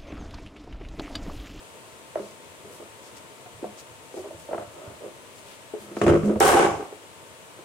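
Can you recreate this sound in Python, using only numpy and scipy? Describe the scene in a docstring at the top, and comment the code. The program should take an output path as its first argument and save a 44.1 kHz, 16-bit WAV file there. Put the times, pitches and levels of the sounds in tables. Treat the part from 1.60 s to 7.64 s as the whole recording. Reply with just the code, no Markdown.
"""Cat under a plastic tub

A cat shifts under an upturned thin plastic tub on a stone floor, in a quiet, humming room.
The shell rings as it taps and rubs on the floor and a wooden table leg; paws and pushed air thud.
The tub is shoved up and wobbles as the cat slips out. It drops on its rim with a bright slap,
rattles, skids with a gritty stick-slip scrape, and settles."""
import sys
import numpy as np
from scipy import signal
from scipy.fft import rfft, irfft
from scipy.io import wavfile
from scipy.ndimage import uniform_filter1d

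SR = 44100
rng = np.random.default_rng(int(sys.argv[2]) if len(sys.argv) > 2 else 0)


def put_to_file(sound):
    """Save the sound as 16-bit audio at rate SR, in the file named by the first command-line argument."""
    columns = np.atleast_2d(sound).T  # one column per channel
    safe = np.clip(columns, -1, 1)
    whole_steps = np.round(safe * 32767)
    wavfile.write(sys.argv[1], SR, whole_steps.astype(np.int16))


N = 266364
TIME_S = np.arange(N) / SR
AGE_S = TIME_S[:SR // 2]   # time within one event
SHOVE_S, LANDING_S = 4.0, 4.805
PRESSED_RING, LIFTED_RING, FLAT_RING = 0.58, 0.74, 0.72   # share of free t60: on table leg, cat, floor
CUTOFF_HZ = 15800
LEFT_RIGHT = np.array([[.5], [-.5]])


def from_db(db):
    """Decibels to gain."""
    return 10 ** (np.asarray(db) / 20)


def unit_rms(x):
    """Scale to rms 1."""
    return x / np.sqrt(np.mean(x ** 2) + 1e-20)


def at_hz(points, hz):
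    """Read a table on a log-frequency axis."""
    table_hz, values = np.transpose(points)
    return np.interp(np.log(hz + 1), np.log(table_hz), values)


def band_pass(x, low_hz, high_hz):
    """Causal band-pass."""
    sos = signal.butter(2, [low_hz, min(high_hz, .45 * SR)], "band", fs=SR, output="sos")
    return signal.sosfilt(sos, x)


def low_pass(x, hz):
    """Causal low-pass."""
    return signal.sosfilt(signal.butter(2, min(hz, .45 * SR), fs=SR, output="sos"), x)


def drift(rate_hz, size=N):
    """Random wander between unit-normal knots."""
    knots = rng.standard_normal(int(TIME_S[-1] * rate_hz) + 2)
    return np.interp(TIME_S[:size] * rate_hz, np.arange(len(knots)), knots)


def decay(t60_s):
    """Exponential fall from 1."""
    return from_db(-60 * AGE_S / t60_s)


def swell(length_s):
    """Rounded rise and fall of one stroke."""
    return np.sqrt(np.abs(np.sin(np.pi * np.minimum(AGE_S / length_s, 1))))


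def add(out, start_s, sound):
    """Mix in a mono or stereo sound."""
    start = int(start_s * SR)
    out[:, start:start + sound.shape[-1]] += sound[..., :N - start]


# Left-right likeness of diffuse sound: freq_hz, coherence
COHERENCE = [(60, 1), (200, 0.55), (350, 0.83), (650, 0.86), (1200, 0.26), (2500, 0.07), (16000, 0.14)]
# Flat curve: freq_hz, level_db
NEUTRAL = [(20, 0), (20000, 0)]


def noise(spectrum, size=len(AGE_S), lean=NEUTRAL):
    """Coloured stereo noise at rms 1; the channels are most alike in the bass."""
    hz = np.arange(size // 2 + 1) * SR / size
    mid, side = rfft(rng.standard_normal((2, size))) * from_db(at_hz(spectrum, hz))
    alike = np.clip(at_hz(COHERENCE, hz), -1, 1)
    stereo = np.sqrt(1 + alike) * mid + np.sqrt(1 - alike) * side * [[1], [-1]]
    pan = from_db(at_hz(lean, hz) * LEFT_RIGHT)
    return unit_rms(irfft(stereo * pan / pan.mean(axis=0), size))


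# Room hum and hiss: freq_hz, density_db
HUM_SPECTRUM = [(25, -38), (50, -21), (95, 4.5), (220, -0.5), (480, 7), (680, 3.5), (800, -1.5), (1000, 3),
                (1500, -2.5), (2900, -3.5), (5200, -11), (8600, -7), (11500, -16), (15500, -22)]
# Hum balance: freq_hz, left_minus_right_db
HUM_LEAN = [(60, 25), (130, 10), (220, 35), (370, 3.5), (650, -4), (1200, -3.5), (2500, 3), (5000, -3),
            (10000, 3)]
# Faint room whine: pitch_hz, level_db
WHINE_TONES = [(630, -64), (904, -60), (1007, -65)]
# Hand-held microphone rumble: freq_hz, density_db
RUMBLE_SPECTRUM = [(20, -33), (45, -9), (90, 5), (150, -2), (300, -27), (1000, -72)]


def background(hum_db=-47, rumble_db=-70, left_lag_s=.00025):
    """Hum, hiss and a wavering whine arrive on the right first, over handling rumble."""
    hum = from_db(hum_db) * noise(HUM_SPECTRUM, N, HUM_LEAN)
    whine = sum(from_db(db + 1.5 * drift(9)) * np.sqrt(2) * np.sin(2 * np.pi * hz * TIME_S + drift(12))
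                for hz, db in WHINE_TONES)
    left, right = hum + whine
    late_left = np.interp(TIME_S - left_lag_s, TIME_S, left)
    rumble = from_db(rumble_db + 3 * drift(33)) * noise(RUMBLE_SPECTRUM, N)
    return np.array([late_left, right]) + rumble


# Shell modes: pitch_hz, free_t60_s, tilted_db, flat_db
TUB_MODES = [(206.8, 0.36, 1, -20.5), (235, 0.018, -8, -7), (248, 0.042, 10, -14), (308, 0.046, -12, -22),
             (330, 0.097, -1.5, -17), (350, 0.094, 9.5, 6), (396.5, 0.12, -10, 7), (403.2, 0.11, 8.5, 9),
             (427.2, 0.16, 4.5, 7.5), (424, 0.096, 2.5, -7), (487.5, 0.093, 3, -3.5),
             (526, 0.15, -9.5, -2.5), (577, 0.12, 0, -3.5), (626, 0.077, 5.5, -22), (706, 0.098, -3, 1.5),
             (762, 0.065, -27, 2), (784.7, 0.13, -18, 5), (867, 0.12, -11, -1), (990, 0.041, 4, 7.5),
             (1101, 0.12, -3.5, 2.5), (1162, 0.095, -2, 2), (1242, 0.075, 0.5, 1), (1288, 0.066, 5, -8),
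             (1425, 0.039, -3, -4), (1540, 0.12, -5, 0.5)]
# Base, dome, wall, rim: low_hz, high_hz, crack_db, crack_t60_s
TUB_PARTS = [(148, 260, -14.5, 0.1), (293, 506, -8, 0.14), (450, 964, -12.5, 0.044),
             (900, 2000, -4.5, 0.047)]
# Sharp contact: freq_hz, density_db
CRACK_SPECTRUM = [(200, -13), (680, -7), (930, -6.5), (1300, -0.5), (2000, -2.5), (3000, -7.5), (4500, -18),
                  (8000, -12.5), (11000, -22), (16000, -78)]


def tap_response(part, ring_share, flat=False, main_hz=None, scatter_db=4, flex=0.0057):
    """One part of the tub after a tap: its modes plus a short crack of crowded weak modes."""
    low_hz, high_hz, crack_db, crack_t60_s = TUB_PARTS[part]
    modes = np.zeros((2, len(AGE_S)))
    for hz, t60_s, tilted_db, flat_db in TUB_MODES:
        strength, phase, skew, bend = rng.standard_normal(4)
        if low_hz <= hz < high_hz:
            level_db = (flat_db if flat else tilted_db) + scatter_db * strength
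            if main_hz:   # favour the modes that swing most where the knock lands
                level_db += 14 * np.exp(-(np.log(hz / main_hz) / 0.094) ** 2)
            # shorter waves differ more between channels
            stereo_phase = phase + skew * (hz / 800) ** 1.26 * LEFT_RIGHT
            flexed_hz = hz * (1 + flex * bend)
            tone = np.sin(2 * np.pi * flexed_hz * AGE_S + stereo_phase)
            modes += from_db(level_db) * decay(t60_s * ring_share) * tone
    modes = band_pass(modes, low_hz * 0.64, high_hz * 1.18)
    crack_top_hz = CUTOFF_HZ if part == len(TUB_PARTS) - 1 else high_hz
    crack = band_pass(noise(CRACK_SPECTRUM) * decay(crack_t60_s), low_hz, crack_top_hz)
    tap = unit_rms(modes) + from_db(crack_db) * unit_rms(crack)
    attack = tap[:, :int(.012 * SR)]
    return tap / np.sqrt(2 * np.mean(attack ** 2))


def part_levels_db(level_db, main_hz, hardness, soft_rim_loss_db=32.5):
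    """A soft contact rings the part it lands on, a hard one the whole shell."""
    centres_hz = np.array([np.sqrt(low * high) for low, high, *_ in TUB_PARTS[:-1]])
    octaves = np.abs(np.log2(centres_hz / main_hz))
    loss_db_per_octave = np.interp(hardness, [0, 1], [23, 4.5])
    body_db = level_db - loss_db_per_octave * (octaves - octaves.min())
    return [*body_db, level_db - soft_rim_loss_db * (1 - hardness)]


def soften(blow, rim_db, hard_db=-21, hard_rise_s=0.0004, hard_cutoff_hz=8000):
    """A gentle contact lasts longer: slower attack, less treble."""
    gentleness = from_db(0.62 * (hard_db - rim_db))
    rise = 1 - np.exp(-AGE_S / min(hard_rise_s * gentleness, 0.0038))
    return low_pass(blow * rise, max(hard_cutoff_hz / gentleness, 1400))


def dent(hardness, hard_time_s=0.00019, hard_db=7.5, soft_loss_db=25.5):
    """The thin wall gives and springs back: one pulse, briefer and stronger when hit hard."""
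    softness = 1 - hardness
    age = AGE_S / (hard_time_s * (1 + softness))
    pulse = age * (age / 2 - 1) * np.exp(-np.minimum(age, 20)) * (age < 20)
    pulse = band_pass(pulse, 300, 2600)
    return from_db(hard_db - soft_loss_db * softness) * pulse / np.abs(pulse).max()


# Blows on the tub: start_s, level_db, main_hz, hardness
TUB_KNOCKS = [(0.151, -40.5, 520, 0), (0.556, -19.5, 646, 0.45), (0.573, -30, 560, 0.66),
              (0.595, -28.5, 397, 0.55), (0.638, -38, 415, 0.2), (0.661, -43, 625, 0.7),
              (1.048, -39, 450, 0.66), (1.199, -37, 460, 0.6), (1.861, -35.5, 744, 0.5),
              (2.026, -25, 330, 0), (2.042, -22, 704, 0.28), (2.046, -41, 215, 0), (2.064, -34, 700, 0.15),
              (2.541, -32.5, 470, 0.46), (2.57, -38, 600, 0), (2.641, -32, 595, 0.3),
              (2.652, -31.5, 580, 0), (2.708, -28.5, 600, 0.04), (2.888, -26, 584, 0.06),
              (2.911, -24, 614, 0.2), (2.931, -22, 630, 0.57), (2.946, -22.5, 650, 0.55),
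              (2.98, -28, 684, 0.75), (3.449, -36, 470, 0.1), (4.136, -21, 420, 0.04), (4.312, -33, 344, 0),
              (4.368, -25.5, 338, 0.77), (4.415, -17, 374, 0.88), (4.432, -15.5, 335, 0),
              (4.465, -14.5, 350, 0.73), (4.48, -14.5, 395, 0.81), (4.499, -17.5, 350, 0.81),
              (4.511, -13, 350, 0.52), (4.535, -18.5, 340, 0.7), (4.552, -17, 320, 0.62),
              (4.633, -19.5, 250, 0.43), (4.699, -14, 330, 0.22), (4.721, -20.5, 334, 0.2),
              (4.758, -23, 530, 0.55), (4.806, -13.5, 444, 0.9), (4.815, -11.5, 770, 0.65),
              (4.828, -20.5, 420, 1), (4.837, -17.5, 416, 0.8), (4.851, -15.5, 425, 0.8),
              (4.863, -21, 378, 1), (4.877, -16, 740, 0.76), (4.889, -15, 590, 0.99),
              (4.912, -17, 374, 0.6), (4.931, -16, 675, 0.83), (4.939, -13, 350, 0.68),
              (4.947, -13, 350, 0.64), (4.955, -18, 526, 0.7), (4.969, -10, 778, 0.58),
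              (4.978, -13.5, 778, 0.66), (4.996, -12.5, 426, 0.8), (5.013, -21.5, 393, 0.8),
              (5.03, -18, 350, 0.81), (5.044, -17.5, 350, 0.72), (5.049, -17, 402, 0.86),
              (5.064, -15.5, 770, 0.63), (5.077, -22, 780, 0.3), (5.114, -26.5, 716, 0.3),
              (5.139, -26, 490, 0.5), (5.196, -26.5, 383, 0.47), (5.207, -34, 400, 0.82),
              (5.225, -34, 794, 0.8), (5.253, -37.5, 806, 0.8), (5.323, -34.5, 455, 0.6),
              (5.436, -44, 560, 0.7), (5.99, -38, 340, 0.6)]


def knocks(flat_base_loss_db=11.5):
    """Each blow lands somewhere else and rings the parts in its own proportion."""
    out = np.zeros((2, N))
    for start_s, level_db, main_hz, hardness in TUB_KNOCKS:
        levels_db = part_levels_db(level_db, main_hz, hardness)
        flat = start_s > LANDING_S - .01
        levels_db[0] -= flat_base_loss_db * flat   # the floor holds back the lowest modes
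        ring_share = FLAT_RING if flat else LIFTED_RING if start_s > SHOVE_S else PRESSED_RING
        blow = sum(from_db(db) * tap_response(part, ring_share, flat, main_hz)
                   for part, db in enumerate(levels_db))
        add(out, start_s, soften(blow, levels_db[-1]) + from_db(level_db) * dent(hardness))
    return out


def slips(size, rate_hz, spread_db):
    """Stick-slip: uneven kicks at random moments."""
    slipping = rng.random(size) < rate_hz / SR
    strength = from_db(spread_db * np.clip(rng.standard_normal(size), -2, 2))
    return slipping * strength * rng.choice([-1, 1], size)


def friction(kicks, contacts, smooth_s=0.024):
    """Each kick rings one of several contact points; steady pressure evens the level."""
    point = rng.integers(0, len(contacts), len(kicks))
    out = sum(signal.fftconvolve((kicks * (point == k))[None], ringing, axes=1)[:, :len(kicks)]
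              for k, ringing in enumerate(contacts))
    power = np.mean(out ** 2, axis=0)
    return out / np.sqrt(uniform_filter1d(power, int(smooth_s * SR)) + 0.065 * power.mean() + 1e-12)


# Strokes on floor and table leg: start_s, length_s, level_db, main_hz, hardness
TUB_RUBS = [(0.629, 0.064, -52, 554, 0.7), (1.056, 0.13, -52, 322, 0.4), (1.198, 0.045, -43.5, 484, 0.4),
            (1.454, 0.21, -57.5, 537, 1), (2.555, 0.057, -36.5, 450, 0.25), (2.645, 0.054, -43, 425, 0),
            (2.714, 0.059, -49, 505, 0.2), (2.9, 0.077, -38, 417, 0.6), (2.979, 0.064, -37, 626, 0.55),
            (3.135, 0.22, -44, 564, 0.73), (3.405, 0.095, -39, 464, 0.2), (4.175, 0.37, -49.5, 288, 0.82),
            (4.421, 0.033, -22.5, 350, 0.69), (4.463, 0.048, -17, 317, 0.67), (4.51, 0.074, -19, 346, 0.5),
            (4.637, 0.11, -27, 333, 0.47)]


def rubs():
    """The tilted tub judders along in short strokes."""
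    out = np.zeros((2, N))
    contacts = [[tap_response(part, LIFTED_RING) for _ in range(3)] for part in range(len(TUB_PARTS))]
    for start_s, length_s, level_db, main_hz, hardness in TUB_RUBS:
        kicks = slips(len(AGE_S), rate_hz=680, spread_db=5)
        gains = from_db(part_levels_db(level_db, main_hz, hardness))
        judder = sum(gain * friction(kicks, points) for gain, points in zip(gains, contacts))
        add(out, start_s, swell(length_s) * judder)
    return out


# Plastic brushing stone: freq_hz, density_db
BRUSH_SPECTRUM = [(1500, 6), (3000, 6), (5500, 6), (9000, 4.5), (13000, -2.5), (16000, -10)]
# Light touches on the stone: centre_s, half_width_s, level_db, peak_hz
DUST_SCUFFS = [(0.654, 0.061, -56, 5500), (1.145, 0.038, -52.5, 11500), (1.466, 0.024, -52, 5370),
               (1.575, 0.014, -49.5, 5800), (2.196, 0.016, -46.5, 6200), (2.585, 0.038, -52, 7650),
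               (2.822, 0.037, -54, 9000), (3.781, .028, -54, 8040), (3.91, 0.043, -50.5, 2800),
               (4.229, 0.027, -51, 13000), (4.39, 0.026, -48.5, 6000), (4.431, 0.0088, -47, 8300),
               (4.484, 0.033, -48, 6500), (4.668, .028, -49.5, 7100)]


def scuffs(peak_db=7, peak_octaves=0.72, grain_db=2.5, grain_rate_hz=450):
    """Dust crunches under light touches: grainy hiss with a squeaky peak."""
    out = np.zeros((2, N))
    hz = np.geomspace(1000, 16000, 60)
    middle_s = AGE_S[-1] / 2
    for centre_s, half_width_s, level_db, peak_hz in DUST_SCUFFS:
        squeak_db = peak_db * np.exp(-(np.log2(hz / peak_hz) / peak_octaves) ** 2)
        grains = unit_rms(from_db(grain_db * drift(grain_rate_hz, len(AGE_S))))
        hiss = noise(np.transpose([hz, at_hz(BRUSH_SPECTRUM, hz) + squeak_db]))
        envelope = np.exp(-.5 * ((AGE_S - middle_s) / half_width_s) ** 2)
        add(out, centre_s - middle_s, from_db(level_db) * envelope * grains * hiss)
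    return out


# Low boom: pitch_hz, level_db, t60_s
BOOM_MODES = [(60, -36, 0.2), (88.6, 0, 0.25), (108.3, 3, 0.27), (156.6, -6.5, 0.36)]
# Paw and air pushes: start_s, level_db, ring_share
SOFT_THUDS = [(1.944, -45, 0.56), (2.311, -47, 0.45), (2.747, -39, 0.29), (2.98, -42.5, 0.8),
              (3.074, -42, 0.35), (3.276, -44, 0.31), (4.417, -36, 0.82), (4.459, -18, 1),
              (4.493, -18, 0.53), (4.549, -29, 1), (4.758, -33.5, 0.63), (4.808, -36, 1), (4.908, -28.5, 1),
              (5.031, -35, 1), (5.113, -35.5, 0.77)]


def thuds(rise_s=0.0084, scatter_db=4.5):
    """Paws and air pushed from under the tub set off a low boom."""
    out = np.zeros((2, N))
    rise = 1 - np.exp(-AGE_S / rise_s)
    for start_s, level_db, ring_share in SOFT_THUDS:
        boom = np.zeros(len(AGE_S))
        for hz, mode_db, t60_s in BOOM_MODES:
            gain = from_db(mode_db + scatter_db * rng.standard_normal())
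            boom += gain * decay(t60_s * ring_share) * np.sin(2 * np.pi * hz * AGE_S)
        add(out, start_s, from_db(level_db) * rise * boom)
    return out


# Rim catching and slipping: start_s, length_s, level_db, start_hz, middle_hz, end_hz
RIM_GROANS = [(2.562, 0.062, -35, 446, 373.5, 350), (2.642, 0.038, -40, 410, 395, 412),
              (4.468, 0.026, -18, 303, 389, 292), (4.502, 0.037, -17.5, 423, 337, 286),
              (4.642, 0.076, -22, 200, 211, 206), (4.71, 0.08, -28.5, 215, 209, 210)]


def groans(jitter=0.018, rough_db=1.5, harmonic_fall_db=14):
    """The rim slips at an even rate that glides with the push."""
    out = np.zeros((2, N))
    for start_s, length_s, level_db, *glide_hz in RIM_GROANS:
        slip_hz = np.interp(AGE_S / length_s, [0, .5, 1], glide_hz)
        slip_hz *= 1 + jitter * drift(127, len(AGE_S))
        phase = 2 * np.pi * np.cumsum(slip_hz) / SR
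        tone = unit_rms(sum(from_db(-harmonic_fall_db * k) * np.sin((k + 1) * phase) for k in range(4)))
        gain = from_db(level_db + rough_db * drift(306, len(AGE_S)))
        add(out, start_s, swell(length_s) * gain * tone)
    return out


# Hard edge on stone: freq_hz, density_db
SLAP_SPECTRUM = [(2000, -14), (3500, -15), (5500, 9), (9000, 6), (12500, 2), (16000, 0)]
# Edge impacts: start_s, level_db, t60_s
EDGE_SLAPS = [(4.801, -10.5, 0.018), (4.849, -22, 0.1), (4.876, -24, 0.13)]


def slaps(rise_s=0.0014):
    """The edge cracks onto the stone, then slaps down again further along the rim."""
    out = np.zeros((2, N))
    rise = 1 - np.exp(-AGE_S / rise_s)
    for start_s, level_db, t60_s in EDGE_SLAPS:
        add(out, start_s, from_db(level_db) * rise * decay(t60_s) * noise(SLAP_SPECTRUM))
    return out


def hold_and_fall(age_s, hold_s, fall_db_per_s):
    """Envelope that holds, then dies away."""
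    return from_db(-fall_db_per_s * np.maximum(age_s - hold_s, 0))


# Skidding base, dome, wall, rim: level_db, fall_db_per_s
SKID_PARTS = [(-48, 156), (-26.5, 113), (-21.5, 118), (-22.5, 170)]
# Crunching dust: freq_hz, density_db
GRIT_SPECTRUM = [(2000, -5), (3200, -1), (4500, -4.5), (6500, -7), (8500, 1.5), (10000, -4), (12500, -14),
                 (16000, -33)]


def skid(grip_s=.003, shell_hold_s=0.22, grit_db=-26.5, slowing_s=0.33, slow_cutoff_hz=7500):
    """The whole rim chatters over the stone; the same slips ring the shell and crunch dust."""
    age_s = TIME_S[:SR]
    kicks = slips(SR, rate_hz=750, spread_db=2.5)
    shell = np.zeros((2, SR))
    for part, (level_db, fall_db_per_s) in enumerate(SKID_PARTS):
        contacts = [tap_response(part, FLAT_RING, flat=True) for _ in range(6)]
        envelope = hold_and_fall(age_s, shell_hold_s, fall_db_per_s)
        shell += from_db(level_db) * envelope * friction(kicks, contacts)
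    grains = [noise(GRIT_SPECTRUM) * decay(t60_s=0.026) for _ in range(12)]
    fine_kicks = slips(SR, rate_hz=2900, spread_db=-3)
    grit = from_db(grit_db) * friction(kicks + fine_kicks, grains)
    speed = np.exp(-(age_s / slowing_s) ** 4)
    grit = speed * grit + (1 - speed) * low_pass(grit, slow_cutoff_hz)   # dulls as the tub slows
    grit *= hold_and_fall(age_s, hold_s=0.088, fall_db_per_s=91)
    out = np.zeros((2, N))
    add(out, LANDING_S + grip_s, shell + grit)
    return out


# Room decay: freq_hz, t60_s
ROOM_DECAY = [(100, 0.46), (400, 0.36), (1500, 0.46), (5000, 0.48), (14000, 0.28)]


def reverb(dry, wet_db=-8.5, build_s=0.013):
    """Diffuse echoes that die soonest in the top treble."""
    white = noise(NEUTRAL)
    edges_hz = np.geomspace(50, 16000, 9)
    tail = sum(band_pass(white, low, high) * decay(at_hz(ROOM_DECAY, np.sqrt(low * high)))
               for low, high in zip(edges_hz, edges_hz[1:]))
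    build = 1 - np.exp(-(AGE_S / build_s) ** 2)
    tail = unit_rms(tail * build) / np.sqrt(len(AGE_S))
    return from_db(wet_db) * signal.fftconvolve(dry, tail, axes=1)[:, :N]


def scene(left_minus_right_db=-1.6):
    """The tub in its room, a little to the right."""
    tub = knocks() + rubs() + groans() + slaps() + skid() + thuds()
    pan = from_db(left_minus_right_db * LEFT_RIGHT)
    return (tub + reverb(tub)) * pan + scuffs() + background()


def record(dry, ceiling=0.46, treble_lean=0.26, treble_hz=1400):
    """The left microphone is brighter than the right; peaks are rounded and the top is cut."""
    treble = signal.sosfilt(signal.butter(1, treble_hz, "high", fs=SR, output="sos"), dry)
    tilted = dry + treble_lean * treble * [[1], [-1]]
    rounded = ceiling * np.tanh(tilted / ceiling)
    return signal.sosfilt(signal.ellip(10, .1, 80, CUTOFF_HZ, fs=SR, output="sos"), rounded)


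dry = scene()
out = record(dry)
put_to_file(out)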